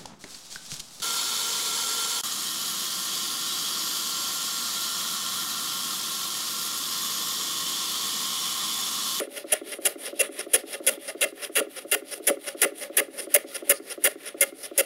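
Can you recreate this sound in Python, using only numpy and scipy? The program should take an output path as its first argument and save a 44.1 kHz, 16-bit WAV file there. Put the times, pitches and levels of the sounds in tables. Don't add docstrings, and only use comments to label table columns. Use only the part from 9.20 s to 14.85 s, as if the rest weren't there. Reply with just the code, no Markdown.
import sys
import numpy as np
from scipy import signal
from scipy.fft import rfft, irfft
from scipy.io import wavfile
from scipy.ndimage import uniform_filter1d

SR = 44100
rng = np.random.default_rng(int(sys.argv[2]) if len(sys.argv) > 2 else 0)


def voltage_ratio(decibels):
    exponent = np.asarray(decibels, float) / 20
    return 10 ** exponent


def unload_audio(sound):
    columns = np.transpose(np.atleast_2d(sound))
    steps = np.round(np.clip(columns, -1, 1) * 32767)
    wavfile.write(sys.argv[1], SR, steps.astype(np.int16))


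N = 249385
T = np.arange(N) / SR
TAPS = 4096


def through(x, response):
    return signal.fftconvolve(x, response)[:N]


def causal(log_gain):
    cepstrum = irfft(log_gain)
    cepstrum[1:TAPS // 2] *= 2
    cepstrum[TAPS // 2 + 1:] = 0
    response = irfft(np.exp(rfft(cepstrum)))
    return response / np.sqrt(np.sum(response ** 2))


def log_colour(points):
    hz, db = np.transpose(points)
    grid = np.linspace(1, SR / 2, TAPS // 2 + 1)
    return np.log(voltage_ratio(np.interp(np.log(grid), np.log(hz), db)))


def body(peaks, source, group=slice(None)):
    grid = np.linspace(1, SR / 2, TAPS // 2 + 1)
    colour = np.exp(2 * log_colour(source))
    power = np.array([voltage_ratio(2 * db) / (1 + ((grid - hz ** 2 / grid) / width) ** 2) ** 2
                      for hz, width, db in peaks])
    part = (power[group].sum(0) + 1e-10) * colour
    share = part.sum() / np.sum(power * colour)
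    return causal(np.log(part) / 2) * np.sqrt(share)


def ring(modes):
    t = T[:SR // 3]
    y = sum(gain * np.sin(2 * np.pi * hz * t) * 1000. ** (-t / t60) for hz, gain, t60 in modes)
    return y / np.sqrt(np.mean(y[:SR * 12 // 1000] ** 2))


def blows(times, db):
    x = np.zeros(N)
    place = (np.asarray(times) * SR).astype(int)
    x[np.minimum(place, N - 1)] = voltage_ratio(np.asarray(db))
    return x


def wander(rate_hz):
    hold = int(SR / np.clip(rate_hz, 1, 700))
    levels = rng.standard_normal(N // 60)
    return uniform_filter1d(np.repeat(levels, hold)[:N], hold)


def fibres(spread_db, flicker_db, flicker_hz):
    level_db = spread_db * rng.exponential(size=N) + flicker_db * wander(flicker_hz)
    x = rng.standard_normal(N) * voltage_ratio(level_db)
    return x / np.sqrt(np.mean(x ** 2))


def sound(force, peaks, source, patchy_db, patchy_hz):
    total = np.zeros(N)
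    for k in range(3):
        own = rng.choice([-1., 1.], N) * voltage_ratio(patchy_db * wander(patchy_hz))
        total += through(force * own, body(peaks, source, slice(k, None, 3)))
    return total


def chatter(force, hz, ring_s):
    drift_hz, flicker_db = 55, 3
    phase = 2 * np.pi * np.cumsum(hz + drift_hz * wander(120)) / SR
    tail = np.exp(-T[:TAPS] / ring_s)
    strength = through(force * voltage_ratio(flicker_db * wander(160)), tail / tail.sum())
    return strength * np.sin(phase) * np.sqrt(2)


# frequency_hz, width_hz, level_db
BOARD_PEAKS = [(281, 88, -16), (388, 96, -6.5), (435, 66.5, -2.5), (565, 67, 2.5), (616.3, 43, -6),
               (721.5, 66, -10), (820, 75, -12.5)]
IRON_PEAKS = [(1085, 116, -12.5), (1233, 31.4, -6.5), (1408, 91, -4.5), (1733, 650, -6.5), (2020, 156, -11),
              (2085, 440, -17.5)]
EDGE_PEAKS = [(5085, 1000, -10), (5800, 430, -10), (6260, 100, -10), (6660, 310, -7.5), (7265, 500, -5),
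              (8000, 400, -7.5), (9330, 170, -2), (9723, 1170, 6), (10890, 133, -36)]
TIP_PEAKS = [(11100, 3800, 1), (11600, 610, -21.5), (12940, 12300, -10), (15800, 470, -22),
             (14800, 590, -34)]
SIDE_PEAKS = [(2670, 1020, -2), (2811, 128, 1.5), (3175, 127, -1.5), (3386, 210, 0), (3865, 370, -6),
              (4717, 110, -5)]
# frequency_hz, build_up_s, ring_s
CHATTER_NOTES = [(1421, 0.016, 0.0017), (2088, 0.0067, 0.0015), (2750, 0.005, 0.0016),
                 (559.3, 0.0013, 0.0058)]
SLOW_BITE = 1.2


def contact(strokes, hums_db, notes, laws, usual_db, tip_curve, lean_curve, times_s, source, grain):
    edge, tip, iron, side, board = np.zeros((5, N))
    sung = np.zeros((len(CHATTER_NOTES), N))
    note_build_s = np.array(CHATTER_NOTES)[:, 1:2]
    quick_s, load_s, off_s = times_s
    for (start, length, early_db, late_db, load_db), hum_db, notes_db in zip(strokes, hums_db, notes):
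        since = T - start
        on = (since > 0) * np.clip((length - since) / off_s + .5, 0, 1)
        fresh = np.clip(since, 0, None) + (start < .004)

        def across(early, late):
            return on * voltage_ratio(np.interp(since / length, [.25, .75], [early, late]))

        bite_s = quick_s * voltage_ratio(SLOW_BITE * max(late_db - early_db, 0))
        bite = (1 - np.exp(-fresh / bite_s)) * across(early_db, late_db)
        load = 1 - np.exp(-fresh / (load_s + bite_s))
        edge += bite
        tip += bite * voltage_ratio(np.interp(start, *np.transpose(tip_curve)))
        leans_db = 0, np.interp(start, *np.transpose(lean_curve))
        for part, (early, late, share), lean_db in zip((iron, side), laws, leans_db):
            followed_db = usual_db + share * (load_db - usual_db)
            part += load * across(early + lean_db, late) * voltage_ratio(followed_db)
        board += load * on * voltage_ratio(hum_db - 6.5)
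        sung += voltage_ratio(notes_db)[:, None] * on * (1 - np.exp(-fresh / note_build_s))
    total = sum(chatter(force, hz, ring_s) for force, (hz, _, ring_s) in zip(sung, CHATTER_NOTES))
    free_board = BOARD_PEAKS[:3] + BOARD_PEAKS[4:]
    parts = ((edge, EDGE_PEAKS), (tip, TIP_PEAKS), (iron, IRON_PEAKS), (side, SIDE_PEAKS), (board, free_board))
    for force, peaks in parts:
        total += sound(grain * force, peaks, source, patchy_db=0.5, patchy_hz=86.3)
    return total


# start_s, length_s, early_tearing_db, late_tearing_db, iron_load_db
CUTS = [(0, 0.0022, -21, -18, -25.5), (0.3185, 0.02, -22.5, -19.5, -32), (0.651, 0.0244, -21, -21.5, -30),
        (0.9918, 0.026, -20.5, -19, -33), (1.3328, 0.03, -17, -19.5, -30),
        (1.6649, 0.031, -18, -20.5, -32.5), (2.0088, 0.04, -22, -24.5, -30.5),
        (2.3527, 0.049, -24, -25.5, -27.5), (2.7138, 0.037, -21.5, -24.5, -28.5),
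        (3.0687, 0.0322, -15.5, -23.5, -28), (3.4149, 0.034, -17.5, -23.5, -25.5),
        (3.7671, 0.036, -18.5, -24.5, -26), (4.1404, 0.025, -14.5, -22, -25.5),
        (4.493, 0.03, -16.5, -22.5, -24), (4.839, 0.038, -18, -26, -24.5), (5.2072, 0.032, -16.5, -22, -29),
        (5.5767, 0.035, -17.5, -22.5, -30)]
# time_s, strength_db, board_hum_db (during the cut before)
EXITS = [(0.008, -22.5, -9.5), (0.3404, -53, -20.5), (0.676, -51, -25.5), (1.0183, -42, -28.5),
         (1.3616, -36, -23.5), (1.6957, -36, -26), (2.0526, -30, -26), (2.405, -20.5, -25),
         (2.753, -28, -24), (3.0994, -15.5, -18.5), (3.4495, -20, -19.5), (3.8045, -23.5, -23),
         (4.1699, -40, -21.5), (4.526, -33, -23), (4.877, -37, -23.5), (5.242, -55, -24.5),
         (5.613, -55, -25)]
# time_s, level_db
SNAPS = [(0.3262, -12), (0.3288, -9.4), (0.66, -11.5), (1.0045, -12.5), (1.3373, -9.3), (1.3459, -13.0),
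         (1.6675, -14), (3.0724, -13.0), (3.0842, -11.0), (3.7745, -12.2), (4.1463, -9.1), (4.497, -7.5),
         (4.5048, -13.0), (4.5091, -10.4), (4.84, -12.8), (4.844, -12.1), (4.8483, -12.1), (5.2129, -10.5),
         (5.5805, -12.2), (5.5893, -12.3)]
# start_s, low_note_db, middle_note_db, side_wall_note_db, board_note_db
CUT_NOTES = [(0, -45, -55, -47, -36), (0.32, -37, -54, -31, -27), (0.65, -50, -42, -34, -30.5),
             (0.99, -45, -40, -30, -27), (1.33, -37, -48, -32.5, -26.5), (1.66, -36, -38, -37, -26.5),
             (2.01, -35, -34, -31, -28.5), (2.35, -35, -45, -32.5, -33.5), (2.71, -29.5, -34, -30, -33.5),
             (3.07, -30, -36, -43, -25.5), (3.41, -27.5, -35, -39, -33.5), (3.77, -38, -39, -37, -29),
             (4.14, -62, -31.5, -33, -24), (4.49, -43, -30, -33, -26), (4.84, -56, -28.5, -47, -30),
             (5.21, -33, -25.5, -37, -27), (5.58, -33, -32.5, -39, -24.5)]
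# early_over_load_db, late_over_load_db, share_of_load_changes (0-1)
CUT_LOAD = [(-1, 0.62, 0.9), (-2, -0.25, 0.023)]
CUT_USUAL_DB = -29.5
# time_s, tip_over_edge_db
CUT_TIP = [(0.2, -12), (1.3, -26), (2.6, 1), (3.1, -7), (4.0, 2), (5.6, -3)]
# time_s, lean_db
CUT_LEAN = [(0.3, 3.5), (1.4, 4.5), (2.0, 6.5), (2.7, 4.5), (3.2, 6.5), (4.1, 5.5), (4.5, 3.5), (5.6, 2.5)]
# edge_bites_s, load_builds_s, contact_ends_s
CUT_TIMES_S = (0.0009, 0.0025, 0.003)
# frequency_hz, level_db
TEAR_COLOUR = [(200, -3.5), (400, -2), (570, 4), (1000, -5.5), (2200, 2), (4000, 0), (6500, 9), (9000, 2),
               (16000, 25.5)]
RUB_COLOUR = [(200, 10), (500, -4.5), (1500, -1), (4000, 8), (7500, -7.5), (10000, -3.5), (16000, -6)]
# frequency_hz, level_db
SHADE = [(20, 0), (11000, 0), (12200, 2.5), (12700, 1.5), (13000, -6), (13980, -7), (14120, -1),
         (20000, -2)]
# frequency_hz, signed_gain, t60_s
LET_GO = [(322, 0.09, 0.3), (399, 0.42, 0.118), (435, -0.46, 0.165), (486, 0.86, 0.04), (550, -1.0, 0.12),
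          (590, 0.58, 0.115), (711, 0.12, 0.114)]
FRONT_KNOCK = [(266, -0.1, 0.272), (290, 0.08, 0.3), (326, 0.32, 0.119), (404, -1.0, 0.041),
               (423, 0.56, 0.052), (531, -0.03, 0.266), (584, 0.13, 0.081), (557, 0.06, 0.057),
               (735, -0.03, 0.24), (1320, 0.07, 0.027), (1399, -0.05, 0.063), (2054, -0.03, 0.067)]
# frequency_hz, width_hz, level_db
TICK_PEAKS = [(702, 116, 6), (1169, 166, 2), (1366, 130, 5.5), (2080, 250, -10)]
THUD_PEAKS = [(216, 210, 2.3), (330, 155, 24)]


def cut():
    exit_s, exit_db, hum_db = np.transpose(EXITS)
    tearing = contact(CUTS, hum_db, np.array(CUT_NOTES)[:, 1:], CUT_LOAD, CUT_USUAL_DB, CUT_TIP, CUT_LEAN,
                      CUT_TIMES_S, TEAR_COLOUR, fibres(1.6, 2.4, 400))
    tearing = through(tearing, causal(log_colour(SHADE))) * voltage_ratio(-1.07)

    snap_s, snap_db = np.transpose(SNAPS)
    chips = through(blows(snap_s - .0014, snap_db - 3), np.hanning(90)) * rng.choice([-1., 1.], N)
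    chips = through(chips, body(EDGE_PEAKS[5:] + TIP_PEAKS[:2], RUB_COLOUR))

    thump_db, click_db = exit_db - 18, exit_db - 7
    spring = through(blows(exit_s + 0.00329, exit_db - 5.5), ring(LET_GO))
    spring += through(blows(exit_s, thump_db), ring(FRONT_KNOCK))
    click = through(blows(exit_s, click_db + 19), body(TICK_PEAKS[1:3], RUB_COLOUR))
    thud = through(blows(exit_s, thump_db + 24.0), body(THUD_PEAKS, RUB_COLOUR))
    return tearing + chips + spring + click + thud


# time_s, knock_db, slide_before_stick_db, slide_after_stick_db
FRONT_TURNS = [(0.0719, -37.5, -43.5, -40), (0.4129, -34, -41, -39.5), (0.7553, -35.5, -42, -41),
               (1.0901, -35, -44.5, -40.5), (1.4344, -36, -43, -41.5), (1.7737, -37.5, -44.5, -43.5),
               (2.1229, -38.5, -46, -44), (2.4666, -38, -48, -41.5), (2.8203, -38, -45, -41.5),
               (3.1694, -36, -46, -41.5), (3.5188, -37.5, -44, -42.5), (3.8802, -38.5, -46, -41.5),
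               (4.2418, -36.5, -43.5, -39.5), (4.598, -37, -45.5, -43), (4.9545, -38, -46, -46),
               (5.3221, -38, -46, -45.5)]
REAR_TURNS = [(0.2415, -34.5, -41.5, -39.5), (0.5848, -34.5, -40, -37), (0.9268, -34, -39, -36),
              (1.264, -34.5, -42, -37), (1.6006, -34.5, -41, -37.5), (1.948, -34.5, -44, -41.5),
              (2.2939, -36, -44, -45.5), (2.6475, -36.5, -43.5, -42.5), (2.999, -36.5, -40.5, -43.5),
              (3.346, -34.5, -39.5, -40), (3.697, -36, -41, -42.5), (4.0692, -34.5, -38.5, -40.5),
              (4.422, -33.5, -40.5, -40.5), (4.7757, -34.5, -39.5, -42.5), (5.143, -35, -41.5, -42),
              (5.512, -35, -43, -42)]


def turns():
    return np.stack([FRONT_TURNS, REAR_TURNS], axis=1).reshape(-1, 4)


# push_db, pull_db
SEAT_IRON_DB = (-7.5, -5.5)
SEAT_SIDE_DB = (-14, -9.5)
SEAT_TIP_DB = (-6.5, -2.5)


def slide():
    s, _, before_db, after_db = np.transpose(np.vstack([REAR_TURNS[0], turns()]))
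    count = len(s)
    stops = np.r_[s[1] - .17, s[1:], s[-1] + .18] + 0.009
    place = np.interp(T, stops, np.arange(len(stops)))
    speed = np.abs(np.sin(np.pi * place))
    marks = np.arange(count)[:, None] + [.3, .7]
    level_db = np.interp(place, marks.ravel(), np.c_[before_db, after_db].ravel())
    grain = fibres(1.9, 1.4, 200) * voltage_ratio(level_db)

    def seat(pair_db):
        return voltage_ratio(np.interp(place, np.arange(count) + .5, np.resize(pair_db, count)))

    def rub(force, peaks, damp=1.7):
        damped = np.array(peaks) * [1, damp, 1]
        return sound(grain * force, damped, RUB_COLOUR, patchy_db=4.0, patchy_hz=13)

    edge = rub(speed ** 1.51, EDGE_PEAKS) * voltage_ratio(-3.5)
    tip = rub(speed ** 1.7 * seat(SEAT_TIP_DB), TIP_PEAKS)
    iron = rub(speed ** 1.64 * seat(SEAT_IRON_DB), IRON_PEAKS)
    side = rub(speed ** 0.81 * seat(SEAT_SIDE_DB), SIDE_PEAKS)
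    board = rub(speed ** 0.67, BOARD_PEAKS, damp=1.19) * voltage_ratio(-4.5)
    return edge + tip + iron + side + board


# frequency_hz, signed_gain, t60_s
REAR_KNOCK = [(278, 0.13, 0.102), (314, 0.21, 0.109), (336, -0.9, 0.027), (417, 1.0, 0.025),
              (431, -0.34, 0.066), (539, 0.1, 0.077), (581, -0.17, 0.07), (615, -0.06, 0.133),
              (694, 0.05, 0.113), (1245, 0.03, 0.05), (1340, 0.01, 0.099), (2248, -0.01, 0.025)]
# time_s, level_db
CRUMBS = [(0.2555, -47), (0.6025, -46), (0.9425, -42), (1.282, -44), (1.6175, -47), (4.4348, -47)]


def knocks():
    s, db = turns().T[:2]
    tick = through(blows(s + 0.00116, db + 10.5), body(TICK_PEAKS, RUB_COLOUR))
    crumbs = through(blows(*np.transpose(CRUMBS)), body(EDGE_PEAKS[3:6] + TIP_PEAKS, RUB_COLOUR)) * voltage_ratio(8.0)
    odd = through(blows(s + .002, db - 13) * rng.standard_normal(N), ring(LET_GO))
    front = through(blows(s[::2], db[::2]), ring(FRONT_KNOCK))
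    rear = through(blows(s[1::2], db[1::2]), ring(REAR_KNOCK))
    return tick + crumbs + odd + front + rear


# start_s, length_s, early_scrape_db, late_scrape_db, iron_load_db
DRAGS = [(0.158, 0.024, -40, -35.5, -37), (0.5143, 0.028, -37.5, -42, -38.5),
         (0.854, 0.031, -32.5, -42, -38.5), (1.187, 0.027, -32, -34.5, -35),
         (1.527, 0.028, -34, -39.5, -35), (1.8768, 0.029, -34.5, -37.5, -35.5),
         (2.2165, 0.036, -38.5, -35, -38.5), (2.56, 0.032, -40, -40, -40.5),
         (2.909, 0.034, -37, -34.5, -39.5), (3.264, 0.027, -37, -33, -35),
         (3.6073, 0.032, -40, -35.5, -39.5), (3.975, 0.0315, -39, -34, -38.5),
         (4.3426, 0.027, -34, -33.5, -37), (4.6968, 0.033, -36.5, -35.5, -40.5),
         (5.054, 0.037, -40, -37.5, -43.5), (5.4292, 0.035, -38.5, -37.5, -44.5)]
# time_s, level_db
TRIPS = [(0.1805, -18), (0.5352, -21), (0.877, -20), (1.21, -17), (1.5518, -23), (1.9005, -24),
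         (2.2488, -12), (2.5917, -27), (2.9394, -24), (3.2838, -19), (3.6385, -22), (4.0012, -22),
         (4.365, -18), (4.7241, -23), (5.091, -24), (5.4605, -26)]
# low_note_db, middle_note_db, side_wall_note_db, board_note_db
DRAG_NOTES_DB = (-9.5, -9.5, -13, -3.5)
# early_over_load_db, late_over_load_db, share_of_load_changes (0-1)
DRAG_LOAD = [(-3.5, -1.3, 0.75), (2.5, -1, 0.44)]
DRAG_USUAL_DB = -44.5
# time_s, tip_over_edge_db
DRAG_TIP = [(0.2, -18), (2.5, -14), (5.5, -10)]
# time_s, lean_db
DRAG_LEAN = [(0.2, -4), (1.4, -0.5), (2.8, -7), (5.5, -2.5)]
# edge_bites_s, load_builds_s, contact_ends_s
DRAG_TIMES_S = (0.0018, 0.0022, 0.002)
# frequency_hz, level_db
SCRAPE_COLOUR = [(200, -8), (450, -2.5), (1000, 0), (4000, 4), (4700, 2.5), (5400, 7), (7500, -9),
                 (16000, 4.5)]


def drag():
    load_db = np.array(DRAGS)[:, 4]
    notes = load_db[:, None] + DRAG_NOTES_DB
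    scrape = contact(DRAGS, load_db, notes, DRAG_LOAD, DRAG_USUAL_DB, DRAG_TIP, DRAG_LEAN,
                     DRAG_TIMES_S, SCRAPE_COLOUR, fibres(2.17, 0.51, 370))
    plane = IRON_PEAKS + SIDE_PEAKS[:5] + EDGE_PEAKS[:8] + TIP_PEAKS[:1]
    trips = through(blows(*np.transpose(TRIPS)), body(plane, RUB_COLOUR))
    return scrape + voltage_ratio(2.5) * trips


def reverberation(near):
    t60_s, echo_db = 0.23, -23
    t = T[:SR // 2]
    echo = rng.standard_normal(len(t)) * 1000. ** (-t / t60_s) * (t > .006)
    echo = signal.lfilter([1], [1, -.7], echo)
    echo *= voltage_ratio(echo_db) / np.sqrt(np.sum(echo ** 2))
    return through(near, echo)


# frequency_hz, density_db (per Hz)
SHOP_AIR = [(18, -62), (30, -28), (179, 4.5), (328, -74), (486, -11), (569, -6), (937, -27), (1390, -8.5),
            (7670, -24), (9970, -26), (16000, -18)]


def air():
    return through(rng.standard_normal(N), causal(log_colour(SHOP_AIR))) * voltage_ratio(-59.5)


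def scene():
    near = cut() + slide() + knocks() + drag()
    return (near + reverberation(near) + air())[None]


def roll_off(x):
    return signal.sosfilt(signal.butter(12, 16990, fs=SR, output="sos"), x)


# frequency_hz, level_db
MIC = [(20, -35), (120, -21), (215, -0.5), (830, -1), (905, -1.5), (990, 2), (1510, -2), (1600, -9),
       (1690, 0.5), (20000, 0.5)]
# frequency_hz, level_db
TOP_TILT = [(20, 0), (12400, 0), (13200, -2.5), (20000, -3)]
# frequency_hz, level_db
RUMBLE = [(20, 2), (60, -3), (150, 8), (400, -41), (20000, -45)]


def record(dry):
    rumble = through(rng.standard_normal(N), causal(log_colour(RUMBLE))) * voltage_ratio(-77.5)
    heard = through(dry[0], causal(log_colour(MIC) + log_colour(TOP_TILT)))[None]
    heard = np.tanh(1.15 * heard) / 1.15
    heard = signal.sosfilt(signal.butter(2, 110, "high", fs=SR, output="sos"), heard) + rumble
    heard = signal.sosfilt(signal.ellip(12, .3, 55, 15720, fs=SR, output="sos"), heard)
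    return roll_off(heard)


dry = scene()
out = record(dry)
unload_audio(out)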